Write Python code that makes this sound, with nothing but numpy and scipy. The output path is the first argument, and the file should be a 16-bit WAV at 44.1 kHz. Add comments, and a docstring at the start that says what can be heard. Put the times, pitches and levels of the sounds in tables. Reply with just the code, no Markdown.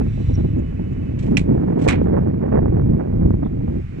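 """Inside a moving cable car, wind buffets a hand-held microphone: eddies rumble, and tear into flutter
in the gusts. The left channel gets the same wind slightly later and duller. The car runs with a soft
hiss, faint metallic singing and a brief rustle of rubbed metal. Faint bird chirps and a thin squeak
are heard over the running car. Small rubs of the grip lead in two hard handling knocks, which crack
on the plastic shell and ring in the cabin."""
import sys
import numpy as np
from scipy import signal
from scipy.fft import rfft, irfft
from scipy.io import wavfile
from scipy.ndimage import uniform_filter1d, minimum_filter1d

SR = 44100
rng = np.random.default_rng(int(sys.argv[2]) if len(sys.argv) > 2 else 0)


def transcribe(signal):
    """Save signal, clipped to [-1, 1], as a 16-bit WAV file at the path in sys.argv[1]."""
    frames = np.atleast_2d(signal).T
    limited = np.clip(frames, -1, 1)
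    pcm = np.round(limited * 32767).astype(np.int16)
    wavfile.write(sys.argv[1], SR, pcm)


N = 176400
TIME_S = np.arange(N) / SR
BIN_HZ = np.maximum(np.arange(N // 2 + 1) * SR / N, 1)


def undb(db):
    """Decibels to gain."""
    return 10 ** (np.asarray(db) / 20)


def unit(x):
    """Scale to rms 1."""
    return x / np.sqrt(np.mean(x ** 2))


def curve(rows):
    """Gain along (time_s, level_db) points."""
    return undb(np.interp(TIME_S, *np.array(rows).T))


def colour(x, spectrum):
    """Filter by (freq_hz, level_db) points, to rms 1."""
    hz, db = np.array(spectrum).T
    skirts = np.minimum(BIN_HZ / hz[0], 1) ** 2 * np.minimum(hz[-1] / BIN_HZ, 1) ** 4
    gain = undb(np.interp(np.log(BIN_HZ), np.log(hz), db))
    return unit(irfft(rfft(x) * skirts * gain, N))


def noise(spectrum):
    """Coloured noise, rms 1."""
    return colour(rng.standard_normal(N), spectrum)


def band(hz, width_hz):
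    """Noise in one resonance; at 0 Hz, a random waver."""
    resonance = 1 / (1 + (2 * (BIN_HZ - hz) / width_hz) ** 2)
    return unit(irfft(rfft(rng.standard_normal(N)) * resonance, N))


def pan(db):
    """Stereo gains for a left-minus-right level."""
    return undb(np.array([[db], [-db]]) / 2)


def diffuse(spectrum, pan_db):
    """Independent noise per side, panned; the treble stays centred."""
    lean = 1 / (1 + (BIN_HZ / 4200) ** 4)
    both = np.array([noise(spectrum), noise(spectrum)])
    return irfft(rfft(both) * pan(pan_db) ** lean, N)


def even(x, window_s=0.079):
    """Level out slow swells."""
    return x / np.sqrt(uniform_filter1d(x ** 2, int(window_s * SR)) + 1e-9)


# steady flow over the port: time_s, force_db
FLOW = [(0, -30), (.12, -51.5), (.7, -46), (1.2, -41.5), (1.33, -27.5), (1.45, -42.5), (1.5, -29.5),
        (2.05, -22.5), (2.35, -35.5), (2.55, -24.5), (2.85, -34), (3.25, -32.5), (3.4, -43), (3.78, -38),
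        (3.85, -65.5), (4, -42.5)]
# puffs: start_s, force_db, length_s
PUFFS = [(.005, -26, 0.022), (0.172, -37.5, 0.048), (0.292, -37, 0.035), (0.375, -33.5, 0.037),
         (0.444, -34.5, 0.019), (0.561, -39.5, 0.045), (.79, -37.5, 0.032), (1.475, -29.5, 0.027),
         (1.7, -30, 0.029), (1.842, -15, 0.036), (2.121, -18, .03), (2.166, -14.5, 0.031),
         (2.251, -27.5, 0.064), (2.431, -22, 0.038), (2.519, -17.5, 0.078), (2.661, -22, 0.011),
         (2.761, -19.5, .025), (2.966, -26.5, 0.092), (3.426, -17.5, 0.012), (3.461, -19.5, 0.0077),
         (3.674, -33, 0.014)]


def wind_force(edge_s=0.0049):
    """Steady flow plus puffs that strike the port and leave as quickly."""
    def gate(start):
        return (1 + np.tanh((TIME_S - start) / edge_s)) / 2

    puff_power = sum(undb(db) ** 2 * (gate(start) - gate(start + length)) ** 2
                     for start, db, length in PUFFS)
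    return np.sqrt(curve(FLOW) ** 2 + puff_power)


def buffeting(swing, force, cusp=0.096, growth=0.78):
    """Pressure swings with pointed crests; they grow with force, then saturate."""
    saturation = undb(-32)
    pointed = swing + cusp * (swing ** 2 - 1)
    return pointed * saturation * (force / np.hypot(force, saturation)) ** growth * undb(15)


# shed-eddy spectra: freq_hz, level_db
FLUTTER_SPECTRUM = [(230, -10.5), (400, 3.5), (520, 4.5), (750, -6), (1200, -21), (2000, -27),
                    (3500, -58.5)]
SPATTER_SPECTRUM = [(800, 12), (1300, -3.5), (2200, -9), (3000, -24.5)]


def shedding(pressure, force, base_rate_hz=600, tear=0.65, spread_db=2.5, flicker_db=4):
    """Tiny eddies break off mostly at crests; spatter grows faster with force than flutter."""
    crest = np.tanh(pressure / 2) * 2
    hits = rng.random(N) < base_rate_hz / SR * np.exp(tear * crest)
    grains = unit(hits * undb(spread_db * np.clip(rng.standard_normal(N), -2, 2)))
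    shed = grains + 0.45 * rng.standard_normal(N)
    shed = shed * np.exp(tear * crest / 2) * undb(flicker_db * band(0, 72))
    flutter = even(colour(shed, FLUTTER_SPECTRUM)) * force * undb(1)
    spatter = even(colour(shed, SPATTER_SPECTRUM)) * force ** 1.5 / 2 * undb(-10.5)
    return flutter + spatter


def left_port(pressure, lag_s=0.00059, cutoff_hz=350, leak=0.11):
    """The left port gets the same wind later and duller."""
    delay = np.exp(-2j * np.pi * BIN_HZ * lag_s)
    lowpass = leak + (1 - leak) / (1 + 1j * BIN_HZ / cutoff_hz)
    return irfft(rfft(pressure) * delay * lowpass, N)


# deep rumble envelope: time_s, level_db
RUMBLE_LEVEL = [(0, -12.5), (.22, -15.5), (.29, -10), (.55, -13), (.74, -19), (1.17, -18), (1.25, -17),
                (1.62, -16.5), (1.77, -27), (1.92, -13), (2.25, -15.5), (2.42, -22.5), (2.63, -9.5),
                (2.72, -14), (2.93, -9), (3, -27.5), (3.12, -14.5), (3.26, -7.5), (3.44, -18.5),
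                (3.78, -16.5), (4, -30.5)]
# turbulence spectra: freq_hz, level_db
RUMBLE_SPECTRUM = [(25, -8), (55, 0), (105, 1), (150, -3), (260, -24)]
BUFFET_SPECTRUM = [(70, -24.5), (125, -4), (170, -1.5), (260, -4), (370, -9.5), (520, -20.5), (900, -40.5)]


def wind(overload=1.9):
    """Turbulent pressure at the capsule, which rounds off the peaks."""
    deep = even(noise(RUMBLE_SPECTRUM))
    swing = even(noise(BUFFET_SPECTRUM))
    force = wind_force()
    rumble = deep * curve(RUMBLE_LEVEL) * undb(-6)
    buffet = buffeting(swing, force) * thump_gain()
    pressure = rumble + buffet + shedding(swing + deep / 2, force) + strong_eddies()
    right = np.tanh(pressure / overload) * overload
    return np.array([left_port(right), right])


# hiss spectrum: freq_hz, level_db
HISS_SPECTRUM = [(400, -7.5), (1300, 0.5), (2300, 4), (3300, -10.5), (5000, -16.5), (7600, -18.5),
                 (10500, -32), (15500, -34)]
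# hiss envelope: time_s, level_db
HISS_LEVEL = [(0, -52), (.25, -54), (1.25, -54), (2.3, -59), (3.4, -58.5), (4, -51.5)]


def running_hiss():
    """Soft hiss of the moving car, wavering slightly."""
    return diffuse(HISS_SPECTRUM, pan_db=-7) * curve(HISS_LEVEL) * undb(0.33 * band(0, 16))


# car and rope tones: pitch_hz, level_db
SINGING_TONES = [(1106, -65.5), (2600, -60.5), (2952, -64)]
# singing envelope: time_s, gain_db
SINGING_LEVEL = [(0, -6.5), (1.1, -3), (2, -31.5)]
METAL_PAN_DB = -7.5


def metal_singing():
    """Car and rope metal sings in narrow, wavering tones."""
    tones = sum(undb(db) * band(hz, width_hz=25) for hz, db in SINGING_TONES)
    return tones * curve(SINGING_LEVEL) * pan(METAL_PAN_DB)


# rubbed-metal modes: pitch_hz, level_db
RUSTLE_MODES = [(3565, -4.5), (3962, -3.5), (5750, -8.5)]
# friction spectrum, metal and grip: freq_hz, level_db
RUB_SPECTRUM = [(1200, -8), (2200, 7.5), (5000, -7), (8000, -6), (11000, -31.5)]


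def metal_rustle(centre_s=0.26, sigma_s=0.15):
    """Briefly rubbed metal: a faint scrape and the thin whine of its modes."""
    swell = np.exp(-((TIME_S - centre_s) / sigma_s) ** 2 / 2)
    whine = sum(undb(db) * band(hz, width_hz=hz * 0.025) for hz, db in RUSTLE_MODES)
    scrape = diffuse(RUB_SPECTRUM, METAL_PAN_DB)
    return (scrape * undb(-56) + whine * pan(METAL_PAN_DB) * undb(-62)) * swell


# bird chirps and a squeak: centre_s, pitch_hz, level_db
CHIRPS_AND_SQUEAK = [(.35, 5650, -47.5), (0.594, 6950, -63), (0.929, 7200, -66), (3.46, 3500, -62)]


def birds_and_squeak(glide_hz_per_s=-4000, cycles=140):
    """Faint bird chirps and a thin squeak: rough falling tones, the lower ones longer."""
    out = 0
    for centre, hz, db in CHIRPS_AND_SQUEAK:
        age = TIME_S - centre
        tone = np.sin(2 * np.pi * (hz * age + glide_hz_per_s * age ** 2 / 2))
        envelope = np.exp(-(2 * age * hz / cycles) ** 2)
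        out = out + undb(db) * envelope * tone * band(0, width_hz=440)
    return out * pan(-3.75)


# heavy gusts and lulls: centre_s, gain_db
THUMPS = [(0.445, 6), (.58, 6.5), (.71, -1.5), (1.338, 5), (1.514, 6.5), (2.459, -3.5), (2.919, 6),
          (3.038, -8), (3.26, 4.5)]


def thump_gain(half_width_s=0.048):
    """Gain of the buffeting as each heavy gust or lull rolls by."""
    return undb(sum(db * np.exp(-((TIME_S - centre) / half_width_s) ** 2) for centre, db in THUMPS))


def burst(start_s, rise_s, t60_s):
    """Quick rise, exponential fall."""
    age = np.maximum(TIME_S - start_s, 0)
    return (1 - np.exp(-(age / rise_s) ** 2)) * np.exp(-np.log(1000) * age / t60_s)


# grip slips: start_s, level_db
RUBS = [(1.185, -40.5), (1.222, -43.5), (1.259, -47), (1.302, -52.5), (1.786, -44), (1.812, -38.5),
        (1.836, -40.5), (2.03, -54)]


def grip_rubs():
    """Brief scratchy slips of the grip."""
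    envelope = sum(undb(db) * burst(start, rise_s=0.0053, t60_s=0.13) for start, db in RUBS)
    return diffuse(RUB_SPECTRUM, pan_db=-2) * envelope


# plastic shell modes: pitch_hz, level_db, t60_s
SHELL_MODES = [(1990, -19.5, .016), (2563, 1, 0.0066), (3250, -19.5, 0.01), (5600, -12.5, .006)]


def shell_crack(start_s, level_db, rise_s=0.0015, left_db=-18):
    """The struck plastic shell rings for milliseconds, mostly on the right."""
    modes = sum(undb(db) * np.sin(2 * np.pi * hz * (TIME_S - start_s)) * burst(start_s, rise_s, t60)
                for hz, db, t60 in SHELL_MODES)
    return modes * undb(level_db + np.array([[left_db], [0]]))


# cabin ring spectrum: freq_hz, level_db
RING_SPECTRUM = [(400, -16), (800, -7), (1500, -7), (2450, 2.5), (3100, -9), (3900, -8.5), (4700, -15),
                 (8200, -13), (10500, -33)]


def cabin_ring(start_s, low_t60_s, bass_db, rise_s=0.001, rattle_db=4):
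    """The cabin answers a knock with a snap and a rattling ring; lows and treble decay separately."""
    spectrum = [(hz, db + bass_db * (hz < 1800)) for hz, db in RING_SPECTRUM]
    ring = diffuse(spectrum, pan_db=-8.5) * undb(rattle_db * np.tanh(band(0, width_hz=260)))
    low = signal.sosfiltfilt(signal.butter(2, 3800, fs=SR, output="sos"), ring)
    snap = undb(4) * burst(start_s, rise_s / 2, t60_s=0.022)
    low_envelope = snap / 2 + burst(start_s, rise_s, low_t60_s)
    treble_envelope = snap + burst(start_s, rise_s, t60_s=0.11)
    return low * low_envelope + (ring - low) * treble_envelope


# handling knocks, the second a double hit: start_s, crack_db, ring_db, low_t60_s, bass_db
KNOCKS = [(1.3695, 14.5, -24.5, 0.12, -6), (1.877, -20, -28.5, 0.083, 5), (1.885, -10, -18, .225, 3)]


def knocks():
    """Each hit cracks on the shell and rings the cabin."""
    return sum(shell_crack(start, crack_db) + undb(ring_db) * cabin_ring(start, low_t60, bass_db)
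               for start, crack_db, ring_db, low_t60, bass_db in KNOCKS)


# single strong eddies: centre_s, level_db, half_width_ms
EDDIES = [(1.415, -1.5, 0.82), (2.174, -3.5, .33), (2.659, 0, 0.42), (2.797, -9.5, 0.27),
          (3.260, -0.5, 0.56), (3.307, -2, 0.42), (3.342, -2, .6)]


def strong_eddies(suction_width_ratio=3.5):
    """Each eddy is a pointed push inside a broad suction."""
    out = 0
    for centre, db, half_width_ms in EDDIES:
        offset = (TIME_S - centre) * 1000 / half_width_ms
        push = 1 / (1 + offset ** 2)
        suction = 1 / (1 + (offset / suction_width_ratio) ** 2) / suction_width_ratio
        out = out + undb(db) * (push - suction)
    return signal.sosfiltfilt(signal.butter(2, 2600, fs=SR, output="sos"), out)


def scene():
    """Wind, handling, faint bird chirps and a thin squeak over the running car."""
    close = wind() + knocks() + grip_rubs()
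    car = metal_singing() + running_hiss() + metal_rustle()
    return close + car + birds_and_squeak()


def record(dry, ceiling=0.94, cutoff_hz=15500):
    """Peak limiter, then a steep low-pass."""
    gain = np.minimum(1, ceiling / (np.abs(dry).max(axis=0) + 1e-9))
    gain = uniform_filter1d(minimum_filter1d(gain, size=129), size=129)
    return signal.sosfilt(signal.ellip(8, .2, 70, cutoff_hz, fs=SR, output="sos"), dry * gain)


dry = scene()
out = record(dry)
transcribe(out)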